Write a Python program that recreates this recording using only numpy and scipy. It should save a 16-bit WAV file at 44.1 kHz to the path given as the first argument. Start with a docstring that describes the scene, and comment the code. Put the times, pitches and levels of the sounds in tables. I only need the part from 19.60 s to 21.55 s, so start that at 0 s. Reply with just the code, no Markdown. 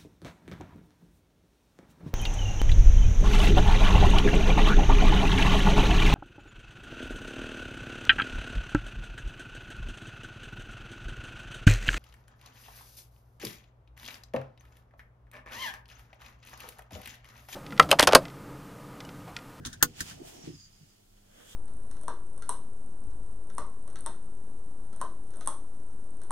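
"""A plastic button scrapes and ticks, then a seat belt latch snaps open and the steel tongue clacks,
close to a stereo microphone pair inside a parked, idling car. The buckle thumps into the seat.
The webbing hisses, groans and whirs back through its guide as the reel slows, and belt and elbow
knock dully on the door trim. At the end cloth rubs as an arm slips out of the belt."""
import sys
import numpy as np
from scipy import signal
from scipy.fft import rfft, irfft
from scipy.io import wavfile

SR = 44100
rng = np.random.default_rng(int(sys.argv[2]) if len(sys.argv) > 2 else 0)


def file_out(sig):
    """Save sig as 16-bit WAV at sys.argv[1]."""
    # one column per channel
    cols = np.atleast_2d(sig).T
    # limit, then scale
    lim = np.clip(cols, -1, 1)
    pcm = np.round(lim * 32767).astype(np.int16)
    wavfile.write(sys.argv[1], SR, pcm)


N = 85995
T = np.arange(N) / SR


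def amp(db):
    """Decibels to gain."""
    return 10 ** (np.asarray(db) / 20)


def unit(x):
    """Scales to rms 1."""
    return x / np.sqrt(np.mean(x ** 2) + 1e-20)


def at_hz(points, hz):
    """Reads a table on a log-frequency axis."""
    f, value = np.transpose(points)
    return np.interp(np.log(hz + 1), np.log(f + 1), value)


def curves(rows):
    """Every column of a time table, sample by sample."""
    times, *columns = np.transpose(rows)
    return [np.interp(T, times, column) for column in columns]


def add(mix, start, sound):
    """Mixes a stereo sound in at start seconds."""
    part = mix[:, max(round(start * SR), 0):][:, :sound.shape[1]]
    part += sound[:, :part.shape[1]]


def noise(size=N):
    """Two channels of white noise."""
    return rng.standard_normal((2, size))


def decay(t, t60):
    """Falls 60 dB in t60."""
    return np.exp(-np.log(1000) * t / t60)


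def low_pass(x, hz):
    """Steep band limit."""
    taps = signal.firwin(255, hz, window=("kaiser", 9), fs=SR)
    return signal.oaconvolve(x, taps[None], "same")


def resonate(x, hz, width_hz):
    """A steep resonance at hz, steady or gliding."""
    turn = np.exp(2j * np.pi * np.cumsum(hz * np.ones(N)) / SR)
    pole = np.exp(-np.pi * width_hz / SR)
    return unit((turn * signal.lfilter([1], [1, -2 * pole, pole * pole], x / turn)).real)


def friction(grains_per_s=1700, spread_db=-2, grain_share=0.28):
    """Threads catch and slip: a dense train of uneven grains over smooth hiss."""
    strength = amp(spread_db * np.minimum(rng.exponential(1, N), 4))
    grains = strength * (rng.random(N) < grains_per_s / SR)
    return np.sqrt(grain_share) * unit(grains * noise()) + np.sqrt(1 - grain_share) * noise()


# How alike the cabin sounds at the two microphones: f/Hz, likeness/-1..1
MIC_LIKENESS = [(60, 0.99), (150, .9), (300, 0.13), (450, -.12), (640, -0.68), (1450, 0.26), (2200, -0.19),
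                (15000, .02)]
# Balance of belt and cabin at the pair: f/Hz, left over right/dB
CABIN_SIDE = [(200, -0.15), (400, -2), (700, -3.5), (1300, 3), (2400, -1.5), (4400, -3.5), (8000, -2),
              (15000, 5.5)]
LAG_S = .0006  # direct sound reaches the right microphone first
MIC_DELAYS_S = np.array([[LAG_S], [0]])

def at_mics(x, spectrum, side=CABIN_SIDE, direct_share=.14):
    """Colours two unrelated signals and blends them as the pair hears the cabin, at rms 1."""
    hz = np.fft.rfftfreq(x.shape[1], 1 / SR)
    left, unrelated = rfft(x)
    direct = direct_share * np.minimum(hz / 1000, 1) ** 2 * np.exp(2j * np.pi * hz * LAG_S)
    likeness = at_hz(MIC_LIKENESS, hz) + direct
    right = likeness * left + np.sqrt(np.maximum(1 - abs(likeness) ** 2, 0)) * unrelated
    lean_db = at_hz(side, hz) / 2
    pair = np.array([left * amp(lean_db), right * amp(-lean_db)])
    return unit(irfft(pair * amp(at_hz(spectrum, hz)), x.shape[1]))


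# Engine hum, heard from inside: f/Hz, level/dB
ENGINE_TONES = [(100, -72.5), (199.5, -75)]
# Room tone of the cabin: f/Hz, relative density/dB
CABIN_AIR = [(15, -34.5), (25, 6), (70, -18), (102, -4), (130, -23.5), (189, -19.5), (222, -23.5),
             (299, -25.5), (513, -34), (1390, -27.5), (1870, -33.5), (4450, -27.5), (15800, -35.5)]

def idling_car(waver=0.4, air_db=-64.5):
    """A faint wavering engine hum under the still air around the microphones."""
    hum = np.zeros((2, N))
    for hz, db in ENGINE_TONES:
        tone = np.sqrt(2) * np.sin(2 * np.pi * (hz * T + rng.random()))
        hum += amp(db) * (tone + waver * resonate(noise(), hz, width_hz=18))
    return hum + amp(air_db) * at_mics(noise(), CABIN_AIR)


# Movement in the driver's seat: t/s, level/dB
SEAT_SHIFT = [(0, -46.5), (.04, -49.5), (.1, -52.5), (.19, -55), (.28, -50.5), (.34, -55.5), (.45, -57),
              (.56, -53), (.75, -64), (.95, -53.5), (1.03, -65.5), (1.15, -69), (1.35, -77)]
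# Colour of the cushion: f/Hz, relative density/dB
CUSHION_COLOUR = [(25, -5.5), (60, 2.5), (130, 8.5), (230, -3), (300, -9.5), (430, -30), (900, -31.5),
                  (3000, -64)]

def cushion():
    """The driver's weight shifts on the padding with a dull rumble."""
    return amp(curves(SEAT_SHIFT)[0]) * at_mics(noise(), CUSHION_COLOUR)


# The arm slips out of the belt: t/s, level/dB, brightness/0..1
SLEEVE_RUB = [(1.52, -83.5, .1), (1.58, -65, 0), (1.61, -75, 0), (1.69, -67.5, 0.05), (1.75, -60, 0.17),
              (1.8, -55, 0.06), (1.85, -57.5, 0.46), (1.92, -51.5, 1), (1.95, -55, 0.64)]
# Colours of a slow and a fast rub: f/Hz, relative density/dB
SLOW_CLOTH = [(80, -7), (200, 7.5), (380, -0.5), (550, 8.5), (760, -0.5), (1300, -3.5), (1650, 0.5),
              (2200, -4.5), (2800, -4.5), (3250, -0.5), (4100, -15.5), (6500, -7.5), (15000, -18)]
FAST_CLOTH = [(150, -5), (550, -4), (900, -10), (1600, -7), (2400, -9), (3400, 4), (4100, -8.5), (5500, -7),
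              (7500, -1.5), (10000, -9), (15500, -14)]

def sleeve():
    """Cloth rubs nearby, brighter as it speeds up."""
    db, brightness = curves(SLEEVE_RUB)
    dull = np.sqrt(1 - brightness) * at_mics(friction(), SLOW_CLOTH)
    bright = np.sqrt(brightness) * at_mics(friction(), FAST_CLOTH)
    return amp(db) * (dull + bright)


# The reel turning beside the seat: t/s, level/dB
REEL_RUMBLE = [(.22, -62.5), (.32, -63.5), (.42, -62.5), (.6, -55), (.68, -55.5), (.8, -54.5), (.9, -60),
               (.97, -83.5), (1.1, -71.5)]
# Colour of reel and groan: f/Hz, relative density/dB
REEL_COLOUR = [(100, -25), (250, 1), (380, 0.5), (520, -8), (680, -1), (900, -8), (3000, -55)]
# The belt lifts off the shoulder: t/s, f/Hz, level/dB
BELT_GROAN = [(.58, 280, -67), (.606, 335, -48), (.62, 360, -41), (.634, 480, -59), (.648, 680, -53),
              (.70, 700, -63)]

def reel_and_groan():
    """The reel rumbles as it winds; a short low rub rises in pitch as the belt tightens."""
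    rumble = amp(curves(REEL_RUMBLE)[0]) * at_mics(friction(), REEL_COLOUR)
    hz, db = curves(BELT_GROAN)
    rubbing = (T > BELT_GROAN[0][0]) & (T < BELT_GROAN[-1][0])
    groan = at_mics(resonate(friction(), hz, width_hz=170), REEL_COLOUR)
    return rumble + rubbing * amp(db) * groan


# Webbing sliding past the microphones: t/s, rasp level/dB, hiss level/dB
BELT_SLIDE = [(0, -77.5, -88), (.1, -58, -61), (.19, -66.5, -101), (.28, -58.5, -63.5), (.33, -62.5, -77),
              (.40, -44.5, -51), (.44, -51, -57), (.5, -45, -53), (.57, -59, -67), (.62, -61, -67.5),
              (.68, -52, -52.5), (.75, -57, -60.5), (.83, -57.5, -69), (.864, -51.5, -67),
              (.92, -60.5, -70.5), (1.05, -67, -73), (1.27, -67.5, -71), (1.45, -73.5, -72.5)]
# Colours of the rasp and the fine hiss: f/Hz, relative density/dB
RASP_COLOUR = [(200, -6.5), (600, -3), (1600, -2), (2000, 0), (3100, 4), (4000, -1.5), (5000, 1), (6800, 0),
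               (9000, -7.5), (15000, -27)]
HISS_COLOUR = [(3000, -27), (7000, 1.5), (9000, 0.5), (12000, -2.5), (15500, -4.5)]
# The weave running over the guide: t/s, f/Hz, level/dB
WEAVE_WHIR = [(.73, 5750, -70), (.77, 5660, -59), (.83, 5640, -59), (.865, 5500, -71), (.915, 5250, -62.5),
              (.98, 4900, -59), (1.06, 4800, -60), (1.13, 4930, -68.5), (1.35, 4900, -77)]

def webbing(guide_hz=6650, guide_db=-2, flutter_db=2.8):
    """The belt rasps over shirt and guide; its fluttering whir sinks as the reel slows."""
    rasp_db, hiss_db = curves(BELT_SLIDE)
    rasp = amp(rasp_db) * at_mics(friction(), RASP_COLOUR)
    hiss = amp(hiss_db) * at_mics(friction(), HISS_COLOUR)
    whir_hz, whir_db = curves(WEAVE_WHIR)
    weave = resonate(friction(), whir_hz, width_hz=330)
    guide = amp(guide_db) * resonate(friction(), guide_hz, width_hz=1260)
    flutter = resonate(noise()[0], 0, width_hz=30)
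    running = (T > WEAVE_WHIR[0][0]) & (T < WEAVE_WHIR[-1][0])
    whir = running * amp(whir_db + flutter_db * flutter) * at_mics(weave + guide, RASP_COLOUR)
    return rasp + hiss + whir


# Belt and elbow on the door trim, buckle stalk into the seat: t/s, level/dB, contact/s
TRIM_KNOCKS = [(.838, -33, 0.0038), (.8735, -35.5, .0003), (.8865, -38.5, 0.00055), (.906, -51.5, 0.0026),
               (.934, -39.5, 0.003), (1.208, -28, 0.008), (1.227, -39.5, 0.0058)]
SEAT_THUMPS = [(.002, -38, 0.00084), (.060, -31.5, .002), (.076, -35, 0.00191), (.102, -41, .004),
               (.135, -47, 0.0017), (.2255, -27, 0.00023), (.2325, -19.5, 0.0038), (.411, -29.5, 0.0023),
               (.531, -47, 0.0015)]
# Modes of trim and seat: f/Hz, relative level/dB, t60/s
TRIM_MODES = [(155.7, 6, 0.079), (293.4, 5, 0.12), (338, 10.5, 0.06), (413.4, -7, 0.13), (555, -10, 0.053)]
SEAT_MODES = [(45, -7.5, 0.0393), (85, 3.5, 0.058), (127.7, 0, 0.082), (160, -4, 0.12),
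              (237.3, 10.5, 0.045), (290, -4, .1), (393.3, -9.5, .15), (482, -8, 0.17), (703.5, -3, 0.037)]

def blows(rows, modes, rise_s=0.0031, cabin_db=-9, cabin_t60=.2):
    """Soft blows ring a damped body, duller the longer the contact; the cabin adds a brief boom."""
    out, t = np.zeros((2, N)), T[:SR // 3]
    heard = np.maximum(t - MIC_DELAYS_S, 0)
    for start, db, contact in rows:
        ring = sum(amp(mode_db) * np.exp(-2 * hz * contact)
                   * decay(heard, t60) * np.sin(2 * np.pi * hz * heard) for hz, mode_db, t60 in modes)
        ring *= 1 - np.exp(-heard / rise_s)
        cabin = noise(len(t))[0] * decay(t, cabin_t60)
        boom = signal.fftconvolve(ring[1], cabin / np.linalg.norm(cabin))[:len(t)]
        add(out, start, amp(db) * (ring + amp(cabin_db) * boom))
    return out


# Balance of the buckle at the pair: f/Hz, left over right/dB
BUCKLE_BALANCE = [(250, -2.5), (700, -5), (1100, 1), (1500, 9), (2100, 0.5), (2800, 0), (4500, -3),
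                  (6200, -3.5), (8500, 0), (14000, 5.5)]
# Modes of latch and tongue: f/Hz, relative level/dB
STEEL_MODES = [(1082, 0), (1450, 3.5), (4452, -3), (4815, -5.5), (6082, -2.5), (6440, -3), (6762, 1),
               (7908, -6), (11700, -13), (13105, -5), (13814, -8)]

def clicks(rows, colour, ring_db, rise_s=.0005, chatter_s=.002, pivot_hz=4050):
    """Each click chatters, then dies as a dense burst from the struck part with a short steel ring."""
    out, t = np.zeros((2, N)), T[:SR // 4]
    dying = np.maximum(t - chatter_s, 0)
    for start, db, tilt_db, t60 in rows:
        tilted = [(hz, level + tilt_db * np.log2(max(hz, 1000) / pivot_hz)) for hz, level in colour]
        shell = at_mics(noise(len(t)), tilted, BUCKLE_BALANCE)
        hollow = low_pass(shell, hz=2000)  # the housing's hollow outlasts its treble
        burst = hollow * decay(dying, t60 * 1.15) + (shell - hollow) * decay(dying, t60)
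        tail = amp(-41) * shell * decay(t, t60=.15)
        ring = np.zeros_like(shell)
        for hz, mode_db in STEEL_MODES:
            lean_db = at_hz(BUCKLE_BALANCE, hz) * np.array([[.5], [-.5]])
            gain = amp(ring_db + mode_db + tilt_db * np.log2(hz / pivot_hz) + lean_db)
            ring += gain * decay(t, t60=.058) * np.sin(2 * np.pi * hz * (t - MIC_DELAYS_S))
        add(out, start, amp(db) * np.minimum(t / rise_s, 1) * (burst + tail + ring))
    return out


# The thumb drives the button down its slot, hardest as the latch gives: t/s, level/dB
BUTTON_SCRAPE = [(0, -69.5), (.05, -53), (.075, -48), (.105, -71), (.135, -48.5), (.197, -80.5),
                 (.216, -43), (.228, -39)]
# Strikes in the buckle: t/s, level/dB, tilt/dB per octave, t60/s
BUTTON_TICKS = [(.0495, -34.5, -3, 0.12), (.0592, -35.5, 3.5, 0.073), (.068, -39.5, 2, 0.036),
                (.1283, -40.5, 1.5, 0.076), (.144, -52, -2.5, 0.033)]
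LATCH_SNAPS = [(.2259, -9.5, -1.1, .037), (.2292, -21, .8, .046), (.2425, -30, -2, .045),
               (.2535, -39.5, -.5, .035)]
TONGUE_CLACKS = [(.4052, -28, 0.7, 0.062), (.5098, -45.5, -4.5, 0.067)]
# Colours of plastic button, latch housing and steel tongue: f/Hz, relative density/dB
BUTTON_COLOUR = [(500, -33), (1000, -2.5), (1650, -2), (2500, -8), (3700, 7), (4600, -1), (5500, 1),
                 (6300, 7), (8200, -4.5), (9400, -0.5), (12000, -16.5), (16000, -16.5)]
HOUSING_COLOUR = [(100, -13), (350, -3.5), (540, -11.5), (850, -4.5), (1080, 0), (1250, 2), (1490, -4),
                  (1800, 2.5), (2300, -8.5), (3200, -1.5), (4000, -0.5), (4600, -1.5), (5300, -4),
                  (6500, 4), (7600, 0), (10500, -3), (12500, 0.5), (15500, 1), (16800, -15.5)]
TONGUE_COLOUR = [(600, -21), (1000, -13), (1350, 3.5), (1780, 9.5), (2150, -8.5), (3200, -0.5), (4600, 1.5),
                 (6800, 2.5), (9000, -3), (13000, -8), (16000, -16)]

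def buckle():
    """Close up, plastic scrapes on plastic and ticks, the latch lets go and the freed tongue clacks."""
    pressing = T < BUTTON_SCRAPE[-1][0]
    plastic = at_mics(resonate(friction(), hz=1626, width_hz=420), BUTTON_COLOUR, BUCKLE_BALANCE)
    scrape = pressing * amp(curves(BUTTON_SCRAPE)[0]) * plastic
    button = clicks(BUTTON_TICKS, BUTTON_COLOUR, ring_db=-27.5, rise_s=.0015)
    latch = clicks(LATCH_SNAPS, HOUSING_COLOUR, ring_db=-15.5)
    tongue = clicks(TONGUE_CLACKS, TONGUE_COLOUR, ring_db=-17)
    return scrape + button + latch + tongue


def scene():
    """Inside the car: engine, driver and belt behind, knocks and buckle in front."""
    soft = idling_car() + cushion() + sleeve() + reel_and_groan() + webbing()
    knocks = blows(TRIM_KNOCKS, TRIM_MODES) + blows(SEAT_THUMPS, SEAT_MODES)
    return low_pass(soft, hz=15900) + knocks + buckle()


def record(dry):
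    """The loudest peaks at the microphones round off, and the highest treble is cut."""
    return low_pass(np.tanh(dry), hz=16400)


dry = scene()
out = record(dry)
file_out(out)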